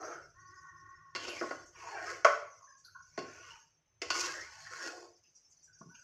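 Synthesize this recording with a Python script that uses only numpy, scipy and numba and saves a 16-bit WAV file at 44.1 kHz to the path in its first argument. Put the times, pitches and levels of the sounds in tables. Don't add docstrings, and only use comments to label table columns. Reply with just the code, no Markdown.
import sys
import numpy as np
from scipy import signal
from scipy.fft import rfft, irfft
from scipy.io import wavfile
from scipy.ndimage import uniform_filter1d
from numba import njit

SR = 44100
rng = np.random.default_rng(int(sys.argv[2]) if len(sys.argv) > 2 else 0)


def bounce(signal):
    frames = np.transpose(np.atleast_2d(signal))
    limited = np.clip(frames, -1, 1)
    pcm = np.round(limited * 32767).astype(np.int16)
    wavfile.write(sys.argv[1], SR, pcm)


N = 265923
T = np.arange(N) / SR
RING = T[:SR * 3 // 5]
BLIP = T[:SR // 6]
LOW_SPLIT_HZ, HIGH_SPLIT_HZ = 700, 2500

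# (on the base [Hz], on the wall [Hz])
BASS_START_HZ = (534, 210)


def undb(db):
    return 10 ** (np.asarray(db) / 20)


def rms(x):
    return np.sqrt(np.mean(x ** 2))


def unit(x):
    return x / rms(x)


def between(ends, share):
    return ends[0] + np.clip(share, 0, 1) * (ends[1] - ends[0])


def curve(points):
    times, values = np.transpose(points)
    return np.interp(T, times, values)


def convolve(x, response):
    return signal.fftconvolve(x, response)[:len(x)]


def colour(x, points, size=1024):
    hz, db = np.transpose(points)
    f = np.maximum(np.fft.rfftfreq(size, 1 / SR), 1)
    wanted_db = np.interp(np.log(f), np.log(hz), db)
    cepstrum = irfft(np.log(undb(wanted_db)))
    cepstrum[1:size // 2] *= 2
    cepstrum[size // 2 + 1:] = 0
    return convolve(x, irfft(np.exp(rfft(cepstrum))))


def edge(x, hz, kind):
    return signal.sosfilt(signal.butter(4, min(hz, .45 * SR), kind, fs=SR, output="sos"), x)


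def registers(x):
    low = edge(x, LOW_SPLIT_HZ, "low")
    band = signal.butter(4, [LOW_SPLIT_HZ, HIGH_SPLIT_HZ], "band", fs=SR, output="sos")
    return low, signal.sosfilt(band, x), edge(x, HIGH_SPLIT_HZ, "high")


def resonate(x, hz, width):
    return signal.lfilter(*signal.iirpeak(hz, hz / width, fs=SR), x)


@njit
def sweep(x, hz, q):
    y, band, low = np.empty(len(x)), 0., 0.
    for i in range(len(x)):
        g = np.tan(np.pi * hz[i] / SR)
        v = (band + g * (x[i] - low)) / (1 + g * (g + 1 / q))
        band, low, y[i] = 2 * v - band, low + 2 * g * v, v / q
    return y


def fade(t60, t=RING):
    return np.exp(-np.log(1000) * t / t60)


def walk(rate):
    k = int(SR / rate)
    steps = np.repeat(rng.standard_normal(N // k + 1), k)
    return unit(uniform_filter1d(steps, k)[:N])


def grains(rate, spread_db):
    size = undb(spread_db * np.minimum(rng.exponential(size=N), 5))
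    happens = rng.random(N) < rate / SR
    return unit(happens * size * rng.choice([-1, 1], N))


def tone(hz, width):
    return unit(resonate(resonate(rng.standard_normal(N), hz, width), hz, width))


def bubble(hz, t60=0.17, rise_s=0.0012):
    ringing = np.sin(2 * np.pi * hz * BLIP * (1 + BLIP / 10))
    return ringing * fade(t60, BLIP) * (1 - np.exp(-BLIP / rise_s))


def bubbles(low_hz, high_hz, count):
    out = np.zeros(N + len(BLIP))
    for when, pitch, size in rng.random((count, 3)):
        start = int(when * N)
        hz = low_hz * (high_hz / low_hz) ** pitch
        out[start:start + len(BLIP)] += undb(10 * size) * bubble(hz)
    return out[:N]


def pot(place, damping=1, neighbour_db=-7, neighbour_spread=0.04):
    # (pitch [Hz], level struck on the base [dB], level struck on the wall [dB])
    modes = [(280, 354, 486, 574, 665, 763, 1034, 1083, 1124, 1152, 1289, 1350, 1376, 1445, 1497, 1642, 1840, 2025, 2177, 2390, 2750, 3482, 4307, 4563, 5280),
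             (-30, -22, -3, 0, -4, -13, -2, 0, -1, -5, 1, -4, -4, -7, -5, -13, -9, -8, -14, -19, -25, -34, -32, -30, -18),
             (-7, -2, -7, -11, -9, -14, -11, 2, -6, -14, -18, -16, -12, 1, -6, -10, -9, -6, -9, -15, -4, -13, -3, -1, -9)]
    low_t60_s, damping_hz = .19, 2974
    hz, base_db, wall_db = np.array(modes)
    t60 = low_t60_s / np.hypot(1, hz / damping_hz) / damping
    gains = undb(between((base_db, wall_db), place))
    neighbour = (neighbour_db, neighbour_spread)
    ring = 0
    for db, spread in [(0, 0), neighbour, neighbour]:
        detuned = hz * np.exp(spread * rng.standard_normal(len(hz)))
        signed = gains * undb(db) * rng.choice([-1, 1], len(hz))
        for mode_hz, mode_t60, gain in zip(detuned, t60, signed):
            ring = ring + gain * np.sin(2 * np.pi * mode_hz * RING) * fade(mode_t60)
    return ring / np.linalg.norm(ring)


def scrapes(ring_db=0, wet_db=0, sharpness=5.5, rasp_top_hz=3000):
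    # (time of top speed [s], rise [s], fall [s], rumble level [dB], rasp level [dB], #
    # hiss level [dB], resonance level [dB], resonance pitch at top speed [Hz], glide [octaves/s], # place [0
    # base - 1 wall]); the resonance is the blade's own or, near 1450 Hz, the pot wall that the # blade sets
    stroke_table = [(.03, 0.48, .3, -48, -52, -67.5, -48.5, 1303, 0.5, .75),
                    (1.28, 0.15, 0.47, -52, -50.5, -51.5, -51, 2680, -2.5, 1),
                    (1.81, 0.11, 0.18, -62, -52.5, -78, -64.5, 2750, -1, .4),
                    (1.875, 0.16, 0.081, -58, -60.5, -61, -51.5, 1000, -0.5, 0.058),
                    (1.974, 0.12, 0.13, -48.5, -46, -57, -46.5, 732, -1.5, 0.22),
                    (2.089, 0.11, .18, -46, -44.5, -54.5, -54.5, 1380, 0, 0.37),
                    (3.46, 0.48, .22, -65.5, -57, -64.5, -67.5, 2670, .5, 0.45),
                    (4.21, 0.16, .17, -47, -42, -41, -48, 1075, 2.5, 0.74),
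                    (4.369, .12, 0.142, -54.5, -50, -54, -48.5, 1790, 3.5, 0.62),
                    (4.559, .16, 0.5, -83.5, -58.5, -57, -68, 924, -1.5, 1),
                    (4.725, .03, 0.15, -56.5, -47.5, -54, -52, 1413, 2, 0.32),
                    (4.86, 0.097, 0.097, -48.5, -49, -50, -47.5, 1490, -1.5, .9),
                    (4.98, 0.084, 0.17, -52, -65, -63, -64, 530, 1, 0.51)]
    # (frequency [Hz], level [dB])
    rub_colour = [(150, -26.5), (240, -12), (340, 0), (600, -5.5), (1100, 1.5), (1450, 7.5), (1900, 1),
                  (2800, -4.5), (3850, -17), (4400, -4.5), (6500, -4), (7500, -14.5), (8700, -24.5),
                  (15000, -38)]
    # (on the base [Hz], on the wall [Hz])
    hiss_start_hz = (3750, 2890)
    speed_power = 2.2

    slips = grains(rate=2500, spread_db=3.3)
    rub = unit(colour(slips, rub_colour))
    body = unit(convolve(rub, pot(place=.8, damping=1.5)))
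    wet = unit(colour(bubbles(500, 8000, count=900), rub_colour))
    sound = rub + undb(ring_db) * body + undb(wet_db) * wet
    rasp = edge(sound, LOW_SPLIT_HZ, "high")
    rasp = edge(edge(rasp, rasp_top_hz, "low"), rasp_top_hz, "low")
    waver = np.exp(.03 * walk(40))
    grip = undb([1.6 * walk(40) for _ in range(4)])
    out = np.zeros(N)
    for s, rise_s, fall_s, *levels_db, hz, glide, place in stroke_table:
        on = (T > s - rise_s) & (T < s + fall_s)
        t = T[on] - s
        speed = np.cos(np.pi / 2 * np.interp(t, [-rise_s, 0, fall_s], [-1, 0, 1]))
        centre = hz * 2 ** (glide * t) * waver[on]
        blade = sweep(sweep(slips[on], centre, float(sharpness)), centre, float(sharpness))
        rumble = edge(sound[on], between(BASS_START_HZ, place), "high")
        rumble = edge(rumble, LOW_SPLIT_HZ, "low")
        hiss_hz = between(hiss_start_hz, place)
        hiss = edge(edge(sound[on], hiss_hz, "high"), hiss_hz, "high")
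        parts = rumble, rasp[on], hiss, blade
        mix = sum(undb(db) * unit(part) * g[on] for db, part, g in zip(levels_db, parts, grip))
        out[on] += speed ** speed_power * mix
    return out


def sizzle(simmer_db=-2):
    # (time [s], level [dB])
    sizzle_level = [(0, -56), (.35, -69.5), (.6, -65), (1.1, -73.5), (1.65, -62.5), (2.8, -67),
                    (3.6, -61.5), (3.8, -81), (4.5, -65.5), (5.4, -67.5), (6, -62)]
    # (frequency [Hz], level [dB])
    sauce_colour = [(300, -16.5), (2700, -27), (3600, -36), (4500, -5.5), (5500, 7), (6300, 11.5),
                    (7100, -10.5), (8500, -20), (15000, -25.5)]
    fizz = unit(colour(grains(rate=1200, spread_db=2.8), sauce_colour))
    fizz = fizz * undb(1.5 * walk(25))
    simmer = unit(colour(bubbles(4000, 14000, count=900), sauce_colour))
    return unit(fizz + undb(simmer_db) * simmer) * undb(curve(sizzle_level))


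def cooktop(whine_hz=6169, whine_db=-76, air_db=-74, hum_db=1, hum_width_hz=14):
    # (frequency [Hz], relative level [dB])
    hum_notes = [(40, -8.5), (77, -3.5), (104, -1.5), (150, -3.5)]
    # (time [s], level [dB])
    hum_level = [(2.15, -69.5), (2.7, -78), (3.5, -68), (3.73, -79.5), (4.26, -65), (5.3, -80.5),
                 (5.91, -71.5)]
    # (frequency [Hz], level [dB])
    air_colour = [(25, -17), (100, -2.5), (600, -6.5), (2500, -10.5), (15000, -38.5)]
    hum = unit(sum(undb(db) * tone(hz, hum_width_hz) for hz, db in hum_notes))
    hum = hum * undb(hum_db + curve(hum_level))
    whine = undb(whine_db) * tone(whine_hz, 56)
    air = undb(air_db) * unit(colour(rng.standard_normal(N), air_colour))
    return hum + whine + air


def squeak(rough_db=-3):
    # (start [s], length [s], average slip rate [1/s], level before the swell [dB])
    push_table = [(0.341, 0.44, 366, -57.5), (0.594, 0.598, 370, -59)]
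    # (centre before bending [Hz], width [Hz], relative level [dB])
    ringing_body = [(313, 60, -10.5), (1090, 68, 2.5), (1448, 160, -5), (1853, 120, -2.5)]
    swell, arch_share = .45, .04

    out = np.zeros(N)
    for s, length_s, rate, db in push_table:
        on = (T > s) & (T < s + length_s)
        t = T[on] - s
        push = np.sin(np.pi * t / length_s)
        arch = 1 + arch_share * (push - 2 / np.pi)
        bend = arch * (1 + .012 * walk(14)[on])
        phase = np.cumsum(rate * bend * (1 + .05 * walk(200)[on])) / SR
        slips = unit(np.diff(np.floor(phase), prepend=0))
        slips = slips + undb(rough_db) * rng.standard_normal(len(t))
        whine = 0
        for hz, width, mode_db in ringing_body:
            ringing = sweep(sweep(slips, hz * bend, hz / width), hz * bend, hz / width)
            whine = whine + undb(mode_db + 2.5 * walk(35)[on]) * ringing
        out[on] += undb(db) * unit(whine) * push ** swell
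    return out


def squelches(gap_s=0.018, step_db=-2.5, count=6, scatter=0.087, bubble_t60=0.035):
    # (time [s], middle pitch [Hz], level of the first bubble before roughening [dB])
    squelch_table = [(.65, 985, -49.5), (3.182, 184, -39), (3.506, 2683, -42), (5.81, 194, -42.5),
                     (5.87, 158.1, -44)]
    out = np.zeros(N + len(RING))
    for s, hz, db in squelch_table:
        for k in range(count):
            start = int((s + k * gap_s * rng.uniform(.5, 1)) * SR)
            pitch = hz * np.exp(scatter * rng.standard_normal())
            out[start:start + len(BLIP)] += undb(db + k * step_db) * bubble(pitch, bubble_t60)
    rough = out[:N] * (1 + walk(400) / 2)
    return edge(rough, 110, "high")


def blows(crack_t60=0.055, crack_db=-3, clatter_t60=0.49, clatter_db=-10, contact_s=0.00038, cushion_t60=.25):
    # (time [s], thud level [dB], ring level [dB], click level [dB],
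    # place [0 base - 1 wall], rebound delay [s, 0 for none], cushion of food [0-1]);
    # levels are those of the first 20 ms
    blow_table = [(1.1504, -49.5, -41.5, -42, 0.93, 0.0098, 0), (1.2798, -47, -47.5, -51, 0.99, 0.0017, .7),
                  (1.411, -38.5, -39.5, -70, 0.86, 0.009, 0.7), (1.435, -47, -43.5, -76, 1, 0.0011, 1),
                  (1.508, -44, -39.5, -55.5, 1, 0, 0.6), (2.2464, -28, -18.5, -36, 0.012, 0.0019, 0.32),
                  (2.267, -40, -28.5, -51.5, 0.15, 0.012, 0), (3.1762, -40, -41.5, -48.5, 1, 0.012, 0),
                  (4.0171, -45.5, -50, -41.5, 0.56, 0.0006, 0), (4.1029, -50.5, -34.5, -32, 0.93, 0, 0.31),
                  (5.811, -67.5, -55, -85.5, 1, 0.0042, 0.85)]
    # (frequency [Hz], level [dB])
    crack_colour = [(100, -12), (330, 9.5), (600, 5.5), (840, -3), (1100, 6.5), (1500, 0), (2700, 2.5),
                    (3700, -15), (5000, -2.5), (6800, -8.5), (8500, -29), (15000, -47.5)]
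    # (bare wood [Hz], fully cushioned by food [Hz])
    ring_top_hz = (3020, 850)
    # (thud [dB], ring [dB], click [dB])
    rebound_db = (-2.5, -19.5, 0)

    def woody_noise(t60):
        return unit(colour(rng.standard_normal(len(RING)) * fade(t60), crack_colour))

    out, attack = np.zeros(N + len(RING)), SR // 50
    for s, *levels_db, place, gap, cushion in blow_table:
        contacts = [(s, levels_db)]
        if gap > contact_s:
            contacts.append((s + gap, np.add(levels_db, rebound_db)))
        ring = unit(pot(place))
        envelope = (1 - np.exp(-RING / contact_s)) * fade(cushion_t60) ** max(cushion, 0)
        for when, strengths_db in contacts:
            crack = undb(crack_db) * woody_noise(crack_t60)
            clatter = undb(clatter_db) * woody_noise(clatter_t60)
            hit = (ring + crack + clatter) * envelope
            thud, middle, click = registers(edge(hit, between(BASS_START_HZ, place), "high"))
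            parts = thud, edge(middle, between(ring_top_hz, cushion), "low"), click
            start = int(when * SR)
            for db, part in zip(strengths_db, parts):
                out[start:start + len(RING)] += undb(db) * part / rms(part[:attack])
    return out[:N]


def spits(t60=0.12, tail_db=-13, tail_t60=0.39, attack_s=0.006):
    # (time [s], pitch [Hz], level before the decay [dB])
    spit_table = [(1.285, 10820, -62), (1.658, 6208, -55.5), (2.777, 6420, -61), (2.843, 4500, -54),
                  (2.846, 11070, -68.5), (5.238, 2700, -64.5), (5.352, 5800, -55), (5.498, 6400, -60.5),
                  (5.631, 7000, -63), (5.784, 5900, -58), (5.943, 2680, -56.5)]
    envelope = (fade(t60) + undb(tail_db) * fade(tail_t60)) * (1 - np.exp(-RING / attack_s))
    out = np.zeros(N + len(RING))
    for s, hz, db in spit_table:
        width = hz * .16
        burst = resonate(resonate(rng.standard_normal(len(RING)), hz, width), hz, width)
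        start = int(s * SR)
        out[start:start + len(RING)] += undb(db) * unit(burst) * envelope
    return out[:N]


def chirps(attack_s=0.006):
    # (start [s], length [s], pitch before wavering [Hz], level before fading and flutter [dB])
    chirp_table = [(2.608, 0.2, 1094, -60), (2.67, 0.1, 1711, -60.5), (2.843, 0.12, 1465, -61),
                   (2.947, 0.11, 1456, -50), (2.95, .09, 1060, -53), (3.358, 0.15, 1443, -64),
                   (3.506, 0.13, 930, -58), (4.646, 0.086, 1790, -53), (5.676, 0.21, 1530, -67.5),
                   (5.893, 0.35, 1505, -63), (5.911, 0.094, 955, -66)]
    waver = np.exp(.045 * walk(350))
    flutter = unit(undb(4 * walk(200)))
    out = np.zeros(N)
    for s, length_s, hz, db in chirp_table:
        on = (T > s) & (T < s + length_s)
        t = T[on] - s
        envelope = np.minimum(t / attack_s, 1) * (1 - t / length_s)
        note = unit(np.sin(2 * np.pi * np.cumsum(hz * waver[on]) / SR))
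        out[on] += undb(db) * envelope * flutter[on] * note
    return out


def kitchen(x, first_echo_s=0.0025, t60=0.5, wet_db=-6):
    tail = rng.standard_normal(len(RING)) * fade(t60) * (RING > first_echo_s)
    return x + undb(wet_db) * convolve(x, tail / np.linalg.norm(tail))


def scene():
    blade = scrapes() + squeak() + blows() + chirps()
    food = sizzle() + squelches() + spits()
    return (kitchen(blade + food) + cooktop())[None]


def suppress(x, depth_db=-9, margin_db=13, memory_s=0.0072, size=1024):
    hop = size // 4
    spectra = signal.stft(x, nperseg=size, noverlap=size - hop)[2]
    keep = np.exp(-size / 4 / SR / memory_s)
    power = signal.lfilter([1 - keep], [1, -keep], np.abs(spectra) ** 2)
    quiet = uniform_filter1d(np.percentile(power, 5, axis=1), size=9)[:, None]
    opening = 1 / (1 + (quiet * undb(margin_db) ** 2 / power) ** 2)
    gain = between((undb(depth_db), 1), opening)
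    return signal.istft(spectra * gain, nperseg=size, noverlap=size - hop)[1][:len(x)]


def record(dry, top_hz=15600):
    top_cut = signal.ellip(10, .2, 80, top_hz, fs=SR, output="sos")
    return signal.sosfilt(top_cut, suppress(dry[0]))[None]


dry = scene()
out = record(dry)
bounce(out)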